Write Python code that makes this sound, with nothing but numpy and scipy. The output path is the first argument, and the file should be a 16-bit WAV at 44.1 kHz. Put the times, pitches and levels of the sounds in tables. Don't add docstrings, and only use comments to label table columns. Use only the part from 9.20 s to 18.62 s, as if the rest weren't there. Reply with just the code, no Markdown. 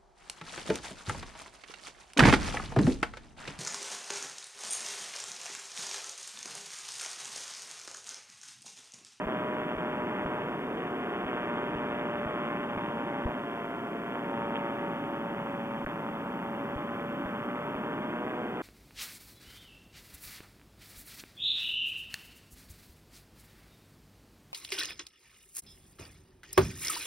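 import sys
import numpy as np
from scipy import signal
from scipy.fft import rfft, irfft, next_fast_len
from scipy.io import wavfile
from scipy.ndimage import uniform_filter1d

SR = 44100
rng = np.random.default_rng(int(sys.argv[2]) if len(sys.argv) > 2 else 0)


def inscribe(sig):
    pcm = np.round(np.clip(np.atleast_2d(sig).T, -1, 1) * 32767)
    wavfile.write(sys.argv[1], SR, pcm.astype(np.int16))


N = 415422
TIME = np.arange(N) / SR

# t/s, firings per second f/Hz
ENGINE_SPEED = [(0.0, 122.68), (0.55, 121.52), (1.3, 119.95), (2.3, 119.08), (3.8, 116.95), (4.05, 115.92),
                (4.55, 115.07), (5.3, 114.7), (5.8, 114.22), (6.3, 112.9), (6.8, 112.87), (7.55, 114.03),
                (7.8, 114.9), (8.5, 117.6), (8.8, 120.05), (9.42, 123.12)]
# f/Hz, level/dB
EXHAUST_COLOUR = [(110, -31.5), (240, -22), (360, -19), (470, -19), (570, -0.5), (1300, -2.7), (1600, -2),
                  (2100, -7.8), (2700, -11.8), (3500, -17)]
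# f/Hz, relative level/dB (per Hz)
WASH_COLOUR = [(25, -32), (70, -22.5), (105, -15), (165, -3.5), (240, 1), (290, -2.5), (400, -18.5),
               (900, -14.5), (3400, -32.5)]
# f/Hz, relative level/dB (per Hz)
CHURN_COLOUR = [(100, -23.5), (240, -7), (320, 2), (410, 2.5), (530, -5), (800, -11), (1300, -12),
                (3400, -25.5)]
# f/Hz, relative level/dB (per Hz)
RASP_COLOUR = [(150, -15.5), (450, -8.5), (900, -1.5), (1400, -4), (1900, -7), (2600, -10), (3300, -10),
               (3600, -19)]
# f/Hz, relative level/dB (per Hz)
HISS_COLOUR = [(1000, -57), (4500, 2.5), (8000, 1), (8350, 1), (8570, 5.5), (8800, 0.5), (11000, -0.5),
               (15000, -0.5)]
# f/Hz, relative level/dB (per Hz)
BUZZ_COLOUR = [(4000, -17), (10000, -18), (12400, -13), (13800, -15), (14350, -10), (14650, -2), (15250, 0),
               (15450, -30)]
# t/s, level/dB
BUZZ_LEVEL = [(0, -75), (2.5, -77), (5.5, -73.5), (8, -71.5), (9.42, -75)]
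# t/s, length/s, bump level/dB before smoothing, lateness of the sound afterwards/s
LINK_DROPOUTS = [(0.051, 0.0026, -49, 0.0042), (0.061, 0.0074, -32, 0.003), (0.556, 0.0041, -46, 0.0025),
                 (0.57, 0.0056, -35, 0.0019), (1.055, 0.0032, -28, 0.0013), (1.554, 0.0047, -45, .0042),
                 (2.055, 0.0039, -33, 0.0029), (2.554, 0.0035, -32, 0.0012), (3.061, 0.0041, -32, 0.0032),
                 (3.555, 0.0036, -42, 0.0037), (3.566, 0.0043, -36, 0.0017), (4.055, 0.0065, -19.5, 0.0037),
                 (4.093, 0.0023, -30, 0.00207), (6.648, 0.017, -32, .0032), (7.053, 0.0022, -40, 0.00072),
                 (7.56, 0.0042, -27, 0.0035), (8.055, 0.0037, -32, 0.0025), (8.553, 0.0037, -37, 0.0029),
                 (9.061, 0.0036, -44, 0.0031)]
# t/s, snap level/dB, tail level/dB, tail decay/s, centre f/Hz, width/octaves
LINE_CRACKLES = [(4.063, -17, -29, 0.076, 652, 1), (4.9548, -12.5, -35, .003, 1090, 1.2),
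                 (5.3565, -19.5, -39, .003, 1300, 3.5), (5.3652, -20, -32, 0.0037, 2860, 0.81),
                 (6.663, -13, -32, 0.004, 1440, 0.87), (6.668, -19, -24, .004, 280, 2.3),
                 (6.8877, -15.5, -40, .003, 900, 1.3)]
# t/s, level/dB
BARK_LEVEL = [(0, -42), (1.1, -43.5), (1.45, -47), (2.1, -41.5), (2.7, -43), (3.3, -42), (3.8, -43.5),
              (4.7, -46), (5.4, -43), (5.9, -45.5), (6.5, -44.5), (7, -45.5), (8.3, -45), (9.42, -45.5)]
# t/s, level/dB
CHURN_LEVEL = [(0, -37), (1.4, -36), (1.9, -36.5), (2.3, -36), (3.6, -38.5), (4.8, -39.5), (5.5, -38.5),
               (5.9, -40), (6.6, -43.5), (8.2, -41.5), (8.9, -38.5)]
# start t/s, end t/s, depth/0-1
HOLLOW_SPELLS = [(1.337, 2.234, 0.62), (4.144, 5.006, 0.8), (6.715, 7.113, 0.17), (9.02, 9.7, 0.3)]
# multiple of the firing rate, level over the bark/dB, change at full hollowness/dB
DRONE_HARMONICS = [(5, 2.5, -10), (6, -8, 10.5), (7, -3.5, -19), (8, 0.26, -8), (9, -5, 4.5), (10, -4, -3),
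                   (11, -4.5, -8.5)]
# start t/s, end t/s, multiple of the firing rate, change/dB
HARMONIC_SWELLS = [(-0.2, 0.59, 7, -8), (3.0, 3.8, 9, 5.5), (3.0, 3.46, 8, -13), (3.4, 4.3, 11, -14),
                   (3.75, 4.1, 7, 4.5), (4.95, 6.2, 8, 2.5), (5.1, 5.702, 5, 0), (5.1, 6.9, 11, 1),
                   (6.3, 5.8, 11, 11), (7.402, 8.3, 8, -8), (7.5, 8.8, 6, -22), (7.7, 10.6, 13, 3),
                   (8.2, 8.6, 11, 4), (8.9, 11, 4, 22), (-0.2, 3.1, 14, 1.5), (1.9, 3.6, 13, 0.5),
                   (4.9, 7.6, 14, 1.5), (7.4, 7.8, 9, 3), (4.1, 5.14, 12, 3), (8.1, 8.6, 10, 3),
                   (9.1, 9.6, 6, 5)]
# t/s, slope/dB per octave
TREBLE_TILT = [(0, -5), (1.5, -3), (2.3, -3.2), (3.3, -3), (4.2, -5.5), (5.5, -5.5), (7, -12), (8.7, -6),
               (9.42, -7)]

INTERCOM_HZ, CUTOFF_HZ = 3546, 15300
LEFT_LAG_MS = 0.12
BUZZ_PULSES_PER_S = 59.945
CATCH_UP_SHARE = .045
BLADE_PASSES_PER_FIRING = .923
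HOLLOW_FADE_S = 0.27
WASH_DB, WASH_HOLLOW_DB = -37, -3
JET_DB, CRACK_DB = -.6, -6.6
SPURT_DB, SPURT_ECHO_DB = 5.5, -3
JET_WIDTH_TURNS, JET_ECHO_WIDTH_TURNS = .045, .09
ECHO_TURNS = .6
CRACK_WIDTH_TURNS, BURN_SCATTER_DB = .07, 2.0
TIMING_SCATTER_TURNS = .002
TILT_FROM_MULTIPLE = 11
LINE_WAVER_DB, LINE_WAVERS_PER_S = 1.0, 1.03


def from_db(db):
    return 10 ** (np.asarray(db) / 20)


def rms_one(x):
    return x / np.sqrt(np.mean(x ** 2) + 1e-20)


def in_time(rows):
    s, *columns = np.transpose(rows)
    return [np.interp(TIME, s, column) for column in columns]


def drift(rate):
    r = np.exp(-80 * np.pi * rate / SR)
    noise = rng.standard_normal(N // 40 + 2002)
    slow = signal.lfilter([1], [1, -2 * r, r * r], noise)[2000:]
    return np.interp(np.arange(N) / 40, np.arange(len(slow)), rms_one(slow))


def colour(x, spectrum):
    size = next_fast_len(N + SR // 10, True) * 2
    hz, db = np.transpose(spectrum)
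    bin_hz = np.arange(size // 2 + 1) * SR / size
    gain_db = np.interp(np.log(bin_hz + 1), np.log(hz), db)
    cepstrum = irfft(np.log(from_db(gain_db)))
    cepstrum[1:size // 2] *= 2
    cepstrum[size // 2 + 1:] = 0
    return irfft(rfft(x, size) * np.exp(rfft(cepstrum)))[..., :N]


def per_cycle(turns):
    values = rng.standard_normal(N // 100)
    return np.interp(turns, np.arange(len(values)), values)


def puffs(turns, sharpness):
    return rms_one(np.exp(sharpness * np.cos(2 * np.pi * turns)))


def burst(turns, width_turns):
    return np.exp(-.5 * (((turns + .5) % 1 - .5) / width_turns) ** 2)


def spell(start, end):
    return np.clip(np.minimum(TIME - start, end - TIME) / HOLLOW_FADE_S + .5, 0, 1)


def hollowness():
    return sum(depth * spell(start, end) for start, end, depth in HOLLOW_SPELLS)


def electronics(hiss_db=-68.5, shared=0.16, smear_s=0.0072):
    hiss = rng.standard_normal((2, N)) + shared * rng.standard_normal(N)
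    pulses = np.diff(np.floor(TIME * BUZZ_PULSES_PER_S) % 2, prepend=0)
    smear = rng.standard_normal(SR // 10) * np.exp(-TIME[:SR // 10] / smear_s)
    smeared = signal.fftconvolve(pulses, smear)[:N]
    buzz_db, = in_time(BUZZ_LEVEL)
    side_db = np.array([[-3.5], [.5]])
    buzz = from_db(buzz_db + side_db) * rms_one(colour(smeared, BUZZ_COLOUR))
    return from_db(hiss_db) * rms_one(colour(hiss, HISS_COLOUR)) + buzz


def crackles():
    static = np.zeros(N)
    for s, snap_db, tail_db, decay, hz, octaves in LINE_CRACKLES:
        snap = from_db(snap_db) * np.sinc(2 * INTERCOM_HZ * (TIME - s))
        tail = from_db(tail_db) * (TIME >= s) * np.exp(-abs(TIME - s) / decay)
        fizz = tail * rng.standard_normal(N) * np.sqrt(SR / 2 / INTERCOM_HZ)
        edges = np.minimum(hz * 2 ** (octaves * np.array([-.5, .5])), CUTOFF_HZ)
        band = signal.butter(2, edges, "band", fs=SR, output="sos")
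        static += signal.sosfilt(band, snap + fizz)
    return static


def broken_link(x, coupling_hz=45, settle_ms=0.82, settle_s=0.12, faint_db=-21):
    alive, stuck, late_s = np.ones(N), np.zeros(N), np.zeros(N)
    for s, length, bump_db, late in LINK_DROPOUTS:
        start, end = round(s * SR), round((s + length) * SR)
        alive[start:end] = from_db(faint_db)
        stuck[start:end] = from_db(bump_db)
        since = TIME[:N - end]
        catching_up = late - CATCH_UP_SHARE * since
        settling = settle_ms / 1000 * np.exp(-since / settle_s)
        late_s[end:] = np.maximum(catching_up, settling)
    delayed = np.array([np.interp(TIME - late_s, TIME, side) for side in x])
    coupling = signal.butter(1, coupling_hz, "high", fs=SR, output="sos")
    bumps = signal.sosfilt(coupling, uniform_filter1d(stuck, size=70))
    return delayed * uniform_filter1d(alive, size=20) - bumps + crackles()


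def turbulence(turns, spectrum, sharpness, evenness):
    noise = rng.standard_normal(N) * puffs(turns, sharpness)
    air = rms_one(colour(noise, spectrum))
    power = uniform_filter1d(uniform_filter1d(air ** 2, size=600), size=600)
    return rms_one(air / (power + .01) ** (evenness / 2))


def jet(turns, gust_db=.6):
    spurt = from_db(SPURT_DB) * burst(turns, JET_WIDTH_TURNS)
    echo = from_db(SPURT_ECHO_DB) * burst(turns - ECHO_TURNS, JET_ECHO_WIDTH_TURNS)
    gusts = from_db(gust_db * drift(17))
    return rms_one(colour(rng.standard_normal(N) * (1 + spurt + echo) * gusts, RASP_COLOUR))


def exhaust(turns, bark_db, hollow, pipe_echo=0.3):
    drone_db = {}
    for k, db, change_db in DRONE_HARMONICS:
        waver_db = LINE_WAVER_DB * drift(LINE_WAVERS_PER_S)
        drone_db[round(k)] = bark_db + db + change_db * hollow + waver_db
    angle = 2 * np.pi * (turns + TIMING_SCATTER_TURNS * per_cycle(turns))
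    tilt_db, = in_time(TREBLE_TILT)
    spikes = np.zeros(N)
    for k in range(1, 32):
        echo = 1 + pipe_echo * np.exp(-2j * np.pi * k * ECHO_TURNS)
        if k in drone_db:
            gain = from_db(drone_db[k])
        else:
            gain = abs(echo) * from_db(bark_db + CRACK_DB)
        swell_db = sum(db * spell(start, end)
                       for start, end, multiple, db in HARMONIC_SWELLS if round(multiple) == k)
        treble_db = tilt_db * max(np.log2(k / TILT_FROM_MULTIPLE), 0)
        wave = np.sqrt(2) * np.cos(k * angle + np.angle(echo))
        spikes += gain * from_db(swell_db + treble_db) * wave
    burn_db = BURN_SCATTER_DB * np.minimum(per_cycle(turns), 1)
    return colour(spikes * from_db(burn_db * burst(turns, CRACK_WIDTH_TURNS)), EXHAUST_COLOUR)


def scene():
    firing_hz, = in_time(ENGINE_SPEED)
    bark_db, = in_time(BARK_LEVEL)
    churn_db, = in_time(CHURN_LEVEL)
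    hollow = hollowness()
    turns = np.cumsum(firing_hz) / SR
    blades = turns * BLADE_PASSES_PER_FIRING
    wash_gain = from_db(WASH_DB + WASH_HOLLOW_DB * hollow)
    wash = wash_gain * turbulence(blades, WASH_COLOUR, sharpness=0.064, evenness=0.37)
    churn = from_db(churn_db) * turbulence(blades, CHURN_COLOUR, sharpness=0.19, evenness=0.24)
    rasp = from_db(bark_db + JET_DB) * jet(turns)
    helmet = exhaust(turns, bark_db, hollow) + rasp + wash + churn
    return np.array([helmet, helmet])


def record(dry, right_bass_cut_hz=5):
    intercom = signal.ellip(8, .5, 60, INTERCOM_HZ, fs=SR, output="sos")
    left, right = signal.sosfilt(intercom, broken_link(dry))
    left = np.interp(TIME - LEFT_LAG_MS / 1000, TIME, left)
    bass_cut = signal.butter(1, right_bass_cut_hz, "high", fs=SR, output="sos")
    right = signal.sosfilt(bass_cut, right)
    top_cut = signal.ellip(10, .3, 70, CUTOFF_HZ, fs=SR, output="sos")
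    return signal.sosfilt(top_cut, np.array([left, right]) + electronics())


dry = scene()
out = record(dry)
inscribe(out)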